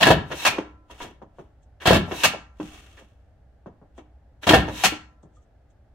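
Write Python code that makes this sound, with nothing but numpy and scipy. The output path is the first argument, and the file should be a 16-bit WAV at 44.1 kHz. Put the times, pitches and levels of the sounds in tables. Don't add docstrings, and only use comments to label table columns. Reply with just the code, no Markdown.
import sys
import numpy as np
from scipy import signal
from scipy.fft import rfft, irfft
from scipy.io import wavfile
from scipy.ndimage import uniform_filter1d

SR = 44100
rng = np.random.default_rng(int(sys.argv[2]) if len(sys.argv) > 2 else 0)


def transcribe(u):
    v = np.clip(np.atleast_2d(u).T, -1, 1)
    q = np.round(v * 32767).astype(np.int16)
    wavfile.write(sys.argv[1], SR, q)


N = 261954

# t/s of meeting the staple, travel/s, run-up scrape/dB, crunch/dB, recoil/dB, box thud/dB
STROKES = [(.003, 0.089, -43.5, -23.5, -28.5, -5.5), (1.851, 0.096, -46.5, -24, -17, -1),
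           (4.465, 0.085, -42, -23, -25.5, -4.5)]
# t/s, level/dB, hardness/dB, base T60/s, favoured f/Hz, its level/dB
PRESSES = [(.009, -29.5, 4.5, 0.044, 890, -25), (.026, -18.5, 11, 0.053, 1050, -16),
           (.061, -18, 1, 0.22, 1691, -13), (.067, -10, -4, .1, 653.6, -10),
           (.082, -17, -4, .06, 312.5, -14), (0.103, -5.5, -3.5, .11, 704, -13.5),
           (1.856, -17, 3.5, 0.096, 715, -21.5), (1.875, -13, 3.5, 0.17, 90, -17),
           (1.906, -11.5, -7.5, 0.046, 520, -8), (1.926, -13, -5, 0.099, 175, -12.5),
           (1.953, -19, 1, 0.078, 206.6, -17.5), (4.470, -16.5, -1.5, 0.1, 976, -22.5),
           (4.491, -15.5, 6, 0.028, 3210, -15), (4.502, -13, -11.5, 0.27, 313, -9.5),
           (4.533, -5, -3, .12, 1806, -13), (4.552, -16.5, -0.5, 0.22, 755, -12)]
# t/s, level/dB, hardness/dB, return scrape/dB, bounce spacing/1,
# impact f/Hz, its level/dB, rebound f/Hz, its level/dB
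STOPS = [(.451, -17, -2, -30.5, 1.34, 1660, -21.5, 2450, -16),
         (2.235, -17.5, 0.5, -30.5, 0.93, 1584, -19, 1210, -23),
         (4.837, -19, 1.5, -31.5, 1.05, 755, -13, 2810, -19)]
# base delay/s, added level/dB, added hardness/dB, base T60/s
BOUNCES = [(0, 1.5, -2, .1), (.008, -0.5, 0, 0.074), (.016, 0, -1, .11), (.036, -14.5, 0, 0.17)]
# t/s, level/dB, hardness/dB, base T60/s
KNOCKS = [(.304, -33.5, 2.5, 0.13), (.315, -27, 6.5, 0.13), (.525, -31.5, 3, 0.39), (.583, -22, -4, 0.031),
          (.596, -32, -1.5, 0.12), (.902, -44, 4.5, 0.28), (1.003, -37.5, 8.5, 0.29),
          (1.038, -37.5, -10, 0.24), (1.2175, -40, -9.5, 0.1), (1.385, -38, -9, 0.14),
          (1.802, -55, 16, .09), (1.816, -42.5, 13, 0.24), (2.080, -36.5, -5.5, 0.11),
          (2.112, -24.5, 2.5, .18), (2.336, -29, -3.5, 0.11), (2.600, -31.5, -3.5, 0.071),
          (2.618, -42.5, -28, 0.16), (2.865, -66, 15.5, 0.11), (2.973, -52, 11.5, .2),
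          (3.012, -50.5, -12.5, 0.11), (3.660, -38, -12.5, 0.13), (3.815, -50.5, -17, 0.17),
          (3.980, -40, -2.5, 0.13), (4.432, -40, 13.5, 0.077), (4.680, -26, 1, 0.17),
          (4.922, -33.5, -6, 0.14), (5.232, -52, -24.5, 0.15)]
# peak t/s, level/dB, swell/s, fade/s
SLIDES = [(0.911, -44.5, 0.0063, 0.016), (1.03, -39, 0.0314, 0.031), (1.395, -64, 0.0257, 0.049),
          (2.632, -48, 0.022, 0.15), (2.745, -50.5, 0.05, 0.091), (3.0, -56.5, 0.05, .025),
          (3.975, -64, 0.015, .02)]
RUSTLES = [(1.385, -81, .012, .02), (1.632, -68, 0.0075, .012), (3.98, -59, 0.0046, 0.014),
           (5.231, -65.5, 0.0033, .014), (5.36, -68, .016, 0.027), (5.427, -74, .005, .012),
           (5.705, -73, 0.0074, .015)]
# t/s, level/dB
CATCHES = [(.898, -45.5), (1.004, -32)]
# t/s, f/Hz, level/dB, T60/s
BOOMS = [(.70, 62.6, -46, 0.84), (2.599, 304.7, -23, .18), (4.884, 66, -36, 0.29),
         (4.921, 303.3, -26.5, 0.18), (5.369, 1230, -54.5, 0.1)]
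# lower f/Hz, upper f/Hz
IMPACT_BANDS = [(55, 300), (300, 1500), (1500, 5000), (5000, 18000)]
# f/Hz, level/dB
PRESS_SPECTRUM = [(29, -40.5), (50, -4.5), (178, -5.5), (227, -9), (303, -6.5), (367, -4.5), (592, -7.5),
                  (652, -0.5), (809, -8), (1440, -12), (1700, -10.5), (2170, -21), (3030, -16.5),
                  (7540, -35), (15500, -39)]
STOP_SPECTRUM = [(47, -49), (80, -13.5), (211, -13), (456, -14.5), (741, -7.5), (903, -6.5), (1430, -7.5),
                 (1640, -6.5), (1870, -7), (2540, -4), (3620, -11.5), (6280, -16), (8550, -22),
                 (13300, -25.5), (15500, -28)]
KNOCK_SPECTRUM = [(35, -35.5), (60, -8.5), (339, 3.5), (448, -1.5), (679, -3.5), (855, -3), (1010, -6),
                  (2110, -21.5), (3420, -26), (4620, -38), (6230, -26), (7000, -35.5), (15000, -51.5)]
CRUNCH_SPECTRUM = [(30, -41.5), (80, -8), (190, -2), (400, -11.5), (700, -3), (1500, -9), (2200, -11),
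                   (3200, -13), (4500, -16), (7500, -23.5), (15500, -30)]
SCRAPE_SPECTRUM = [(120, -40), (200, -18.5), (236, -14), (327, -4.5), (585, -12.5), (957, 1), (1110, -6.5),
                   (3010, -3), (3480, -10.5), (3820, 0), (4330, -16.5), (5590, -9), (9480, -17.5),
                   (11800, -14.5), (15500, -22.5)]
HISS_SPECTRUM = [(1000, -26), (3000, -8), (4000, -2.5), (4800, -5), (6200, 1.5), (8500, -7.5), (12000, -7),
                 (15500, -14.5)]
SLIDE_SPECTRUM = [(88, 1.5), (150, -15.5), (320, -5), (462, -11.5), (500, -24.5), (561, -15), (796, -7.5),
                  (930, -17.5), (1240, -7), (1600, -14), (1940, -12.5), (3280, -12.5), (4390, -22),
                  (5990, -17.5), (15500, -31.5)]
RUSTLE_SPECTRUM = [(800, -18.5), (2500, -11), (3400, -1.5), (4600, -15.5), (6100, 1), (8200, 0.5),
                   (9500, -27), (15000, -44)]
AIR_SPECTRUM = [(20, -12.5), (45, -5), (75, 1.5), (100, -4), (125, -7.5), (160, -17), (290, -18),
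                (380, -23.5), (580, -17.5), (820, -21), (1000, -33), (1700, -31), (2300, -40),
                (15000, -59.5)]
# f/Hz, T60/s, level/dB
FRAME_MODES = [(1353, 0.46, -15.5), (1810, .08, -9), (2480, .11, -9), (2660, .09, -8), (3040, 0.097, -10),
               (5000, 0.079, -12), (6490, 0.11, -8)]
FOOT_MODES = [(963, 0.12, 1.5), (1200, 0.3, -13), (3350, 0.13, -20)]
# f/Hz, bandwidth/Hz, level/dB re the direct sound
BODY_MODES = [(60, 7.2, -3), (177, 42, -4.5), (304, 3.7, 1.5), (410, 11, -3.5), (542, 61, -2.5),
              (638, 78, -4), (725, 30, -10), (770, 5.4, -5), (976.6, 13, -1.5), (1012, 2.1, -5.5),
              (1342, 2.6, 0.5), (1700, 18, -3.5), (1630, 22, -4), (1979, 15, -5), (2290, 12, -12.5),
              (2320, 7.5, -5.5), (3000, 32, -3.5), (3000, 200, -5.5), (3865, 68, -4), (5000, 19, -5.5),
              (5690, 81, 0.5), (6270, 60, -2), (8500, 16, -5)]
# f/Hz, side level/dB re mid
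WIDTH = [(60, -21.5), (250, -14), (600, -6.5), (1200, -5.5), (2800, -1.5), (12000, 1.5)]
# f/Hz, T60/s
ROOM_T60 = [(100, 0.82), (400, 0.2), (1200, 0.44), (3000, 0.27), (7000, 0.33), (14000, 0.11)]
# f/Hz, level/dB
ROOM_LEVEL = [(100, -9), (400, -12.5), (1200, -9.5), (3000, -6), (7000, -15.5), (14000, -12.5)]


def down_strokes(sag_db_per_s=55, recoil_delay_s=.019, recoil_t60=.082):
    hits = []
    presses = band_levels(PRESSES, balance_db=(-5, -.5, -5, -16.5), hardening=(-.2, 0, 1.3, 1.1))
    for s, thud_db, *rest in presses:
        start, *_, box_db = min(STROKES, key=lambda stroke: abs(s - stroke[0]))
        hits.append((s, thud_db + box_db + sag_db_per_s * (s - start), *rest))
    force = 0
    recoil_balance_db = np.array((2, -10, -8, -22.5))
    for start, travel, _, crunch_db, recoil_db, _ in STROKES:
        end = start + travel
        hits.append((end + recoil_delay_s, *(recoil_db + recoil_balance_db), recoil_t60))
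        force += amp(crunch_db) * push(start, end, rise_s=.012, fade_s=.023)
    blows = impacts(hits, PRESS_SPECTRUM, contact=(1, .22, .16, .11), uneven_db=5,
                    rise_s=(.02, .0012, .0019, .0065), t60_scale=(2.8, 1.1, 1.5, .95))
    crunch = friction(force, CRUNCH_SPECTRUM, uneven_db=8.5, judder_db=3.5, judder_samples=120)
    return amp(-3.5) * blows + amp(2.5) * crunch


def driver(run_up_s=.056, return_s=.25, hiss_s=.115):
    down = sum(amp(db) * push(s - run_up_s, s, rise_s=.023, power=2.2) for s, _, db, *_ in STROKES)
    up = sum(amp(db) * push(s - return_s, s, rise_s=return_s, power=2.66) for s, _, _, db, *_ in STOPS)
    last_stretch = sum(amp(db) * push(s - hiss_s, s, rise_s=.038) for s, _, _, db, *_ in STOPS)
    scrape = friction(down + up, SCRAPE_SPECTRUM, uneven_db=2.5, judder_db=-.34)
    hiss = friction(last_stretch, HISS_SPECTRUM, uneven_db=.5, judder_db=-2.6)
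    return amp(-3.5) * scrape + amp(-18) * hiss


def lever_stop():
    bounces = [(s + delay * spacing, db + added_db, hardness + harder, t60)
               for s, db, hardness, _, spacing, *_ in STOPS for delay, added_db, harder, t60 in BOUNCES]
    hits = band_levels(bounces, balance_db=(-12, .5, 2, .5), hardening=(1.3, 0, .94, 1.7))
    return amp(-4) * impacts(hits, STOP_SPECTRUM, contact=(.24, .2, .48, .14), uneven_db=1.5,
                             rise_s=(.01, .0014, .0026, .0012), t60_scale=(2, .92, 1.3, 1))


def handling():
    hits = band_levels(KNOCKS, balance_db=(-9.5, 0, -10, -25.5), hardening=(-.67, 0, 1.2, .95))
    knock = impacts(hits, KNOCK_SPECTRUM, contact=(.17, .46, .24, .04), uneven_db=6.5,
                    rise_s=(.0028, .0022, .0036, .005), t60_scale=(1.3, 1.1, .85, .9))
    slide = friction(swells(SLIDES), SLIDE_SPECTRUM, uneven_db=5, judder_db=1.86)
    rustle = friction(swells(RUSTLES), RUSTLE_SPECTRUM, uneven_db=5.5, judder_db=.5)
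    return amp(-2) * (knock + slide) + amp(-4) * rustle


def ringing(base_rebound_s=.014):
    pressed = sum(tone(s, hz, db) for s, *_, hz, db in PRESSES)
    stopped = sum(tone(s, hz, db) + tone(s + base_rebound_s * spacing, rebound_hz, rebound_db)
                  for s, *_, spacing, hz, db, rebound_hz, rebound_db in STOPS)
    frame = damped_modes([stop[:2] for stop in STOPS], FRAME_MODES, rise_s=.004)
    panels = sum(tone(*boom) for boom in BOOMS)
    foot = damped_modes(CATCHES, FOOT_MODES)
    return pressed + stopped + frame + panels + foot


def band_levels(hits, balance_db, hardening):
    return [(s, *(db + np.array(balance_db) + hardness * np.array(hardening)), t60)
            for s, db, hardness, t60, *_ in hits]


def impacts(hits, spectrum, contact, uneven_db, rise_s, t60_scale, size=10240):
    out, t = np.zeros((2, N)), np.arange(size) / SR
    response = minimum_phase(spectrum)
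    bands = [signal.sosfilt(signal.butter(3, edges, "band", fs=SR, output="sos"), response)
             for edges in IMPACT_BANDS]
    for s, *levels_db, t60 in hits:
        for db, band, impulse, rise, scale in zip(levels_db, bands, contact, rise_s, t60_scale):
            envelope = (1 - np.exp(-t / rise)) * amp(-60 * t / (max(t60, .01) * scale))
            chatter = spread(grains(size, uneven_db) * envelope)
            chatter /= np.linalg.norm(chatter[0])
            chatter[:, 0] += impulse
            gain = amp(db) * np.sqrt(.01 * SR / size)
            add(out, s, gain * unit(convolve(chatter, band)))
    return out


def friction(force, spectrum, uneven_db, judder_db, judder_samples=300):
    judder = amp(judder_db * unit(uniform_filter1d(rng.standard_normal(N), judder_samples)))
    catches = spread(grains(N, uneven_db)) * judder
    return force * unit(convolve(catches, minimum_phase(spectrum)))


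def grains(count, uneven_db):
    return unit(rng.standard_normal((2, count)) * amp(uneven_db * rng.standard_normal(count)))


def push(start, end, rise_s, fade_s=.0033, power=1):
    t = np.arange(N) / SR
    return np.clip((t - start) / rise_s, 0, 1) ** power * np.exp(-np.maximum(t - end, 0) / fade_s)


def swells(peaks):
    t = np.arange(N) / SR
    return sum(amp(db) * np.exp(-np.maximum((s - t) / swell, (t - s) / fade))
               for s, db, swell, fade in peaks)


def damped_modes(hits, modes, rise_s=.00077):
    out, t = np.zeros((2, N)), np.arange(SR // 2) / SR
    onset = 1 - np.exp(-t / rise_s)
    for s, hit_db in hits:
        for (hz, t60, db), (phase, skew) in zip(modes, rng.uniform(-1, 1, (len(modes), 2))):
            phases = np.pi * phase + np.array([[1], [-1]]) * skew * amp(read(WIDTH, hz))
            envelope = amp(hit_db + db - 60 * t / t60) * onset
            add(out, s, envelope * np.sin(2 * np.pi * hz * t + phases))
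    return out


def tone(s, hz, db, t60=.125):
    return damped_modes([(s, db)], [(hz, t60, 0)])


def steel(x, count=64, low_hz=1800, high_hz=15000, width_hz=50):
    t = np.arange(SR // 5) / SR
    place, phase, skew = rng.random((3, count, 1))
    hz = low_hz * (high_hz / low_hz) ** ((np.arange(count)[:, None] + place) / count)
    modes = np.array([np.cos(2 * np.pi * (hz * t + phase) + side * skew).sum(0) for side in (-1, 1)])
    response = 2 * np.pi * width_hz / SR * np.exp(-np.pi * width_hz * t) * modes
    response[:, 0] += 1
    return convolve(x, response)


def body(x):
    t = np.arange(SR) / SR
    response = sum(amp(db) * 2 * np.pi * width / SR * np.exp(-np.pi * width * t)
                   * np.cos(2 * np.pi * hz * t) for hz, width, db in BODY_MODES)
    response[0] += 1
    return convolve(x, response[None])


def room(x, build_s=.036, size=256):
    build_up = 1 - np.exp(-(np.arange(SR) / SR / build_s) ** 2)
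    hz, t, noise = signal.stft(spread(rng.standard_normal((2, SR))), SR, nperseg=size)
    rate = np.log(1000) / read(ROOM_T60, hz)[:, None]
    decay = np.exp(-rate * t) * np.sqrt(2 * rate / SR)
    level = amp(read(ROOM_LEVEL, hz))[:, None]
    tail = signal.istft(noise * decay * level, SR, nperseg=size)[1][:, :SR]
    return x + convolve(x, tail * build_up)


def background(each_db=-57, hum_hz=60, half_width_hz=5):
    hz = np.fft.rfftfreq(N, 1 / SR)
    air = irfft(rfft(spread(rng.standard_normal((2, N)))) * amp(read(AIR_SPECTRUM, hz)), N)
    hum_peak = 1 / (1 + ((hz - hum_hz) / half_width_hz) ** 2)
    hum = irfft(rfft(spread(rng.standard_normal((2, N)))) * hum_peak, N)
    return amp(each_db) * (unit(air) + unit(hum))


def spread(pair):
    mid, side = rfft(pair)
    width = amp(read(WIDTH, np.fft.rfftfreq(pair.shape[1], 1 / SR)))
    left_right = np.array([mid + width * side, mid - width * side])
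    return irfft(left_right / np.sqrt(1 + width ** 2), pair.shape[1])


def minimum_phase(spectrum, size=2048):
    hz = abs(np.fft.fftfreq(size, 1 / SR))
    log_gain = np.log(amp(np.maximum(read(spectrum, hz), -100)))
    return np.fft.ifft(np.exp(np.conj(signal.hilbert(log_gain)))).real[None]


def convolve(x, response):
    return signal.fftconvolve(x, response, axes=1)[:, :x.shape[1]]


def add(mix, s, sound):
    part = mix[:, max(round(s * SR), 0):][:, :sound.shape[1]]
    part += sound[:, :part.shape[1]]


def read(points, hz):
    f, value = np.transpose(points)
    return np.interp(np.log(hz + 1), np.log(f + 1), value)


def amp(db):
    return 10 ** (np.asarray(db) / 20)


def unit(x):
    return x / np.sqrt(np.mean(x ** 2) + 1e-20)


def scene():
    contacts = down_strokes() + driver() + lever_stop() + handling()
    return room(body(steel(contacts)) + ringing()) + background()


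def record(dry, ceiling=.93, cutoff_hz=15900):
    rounded = dry / (1 + (dry / ceiling) ** 8) ** (1 / 8)
    low_pass = signal.firwin(511, cutoff_hz, window=("kaiser", 9), fs=SR)
    return signal.oaconvolve(rounded, low_pass[None], "same")


dry = scene()
out = record(dry)
transcribe(out)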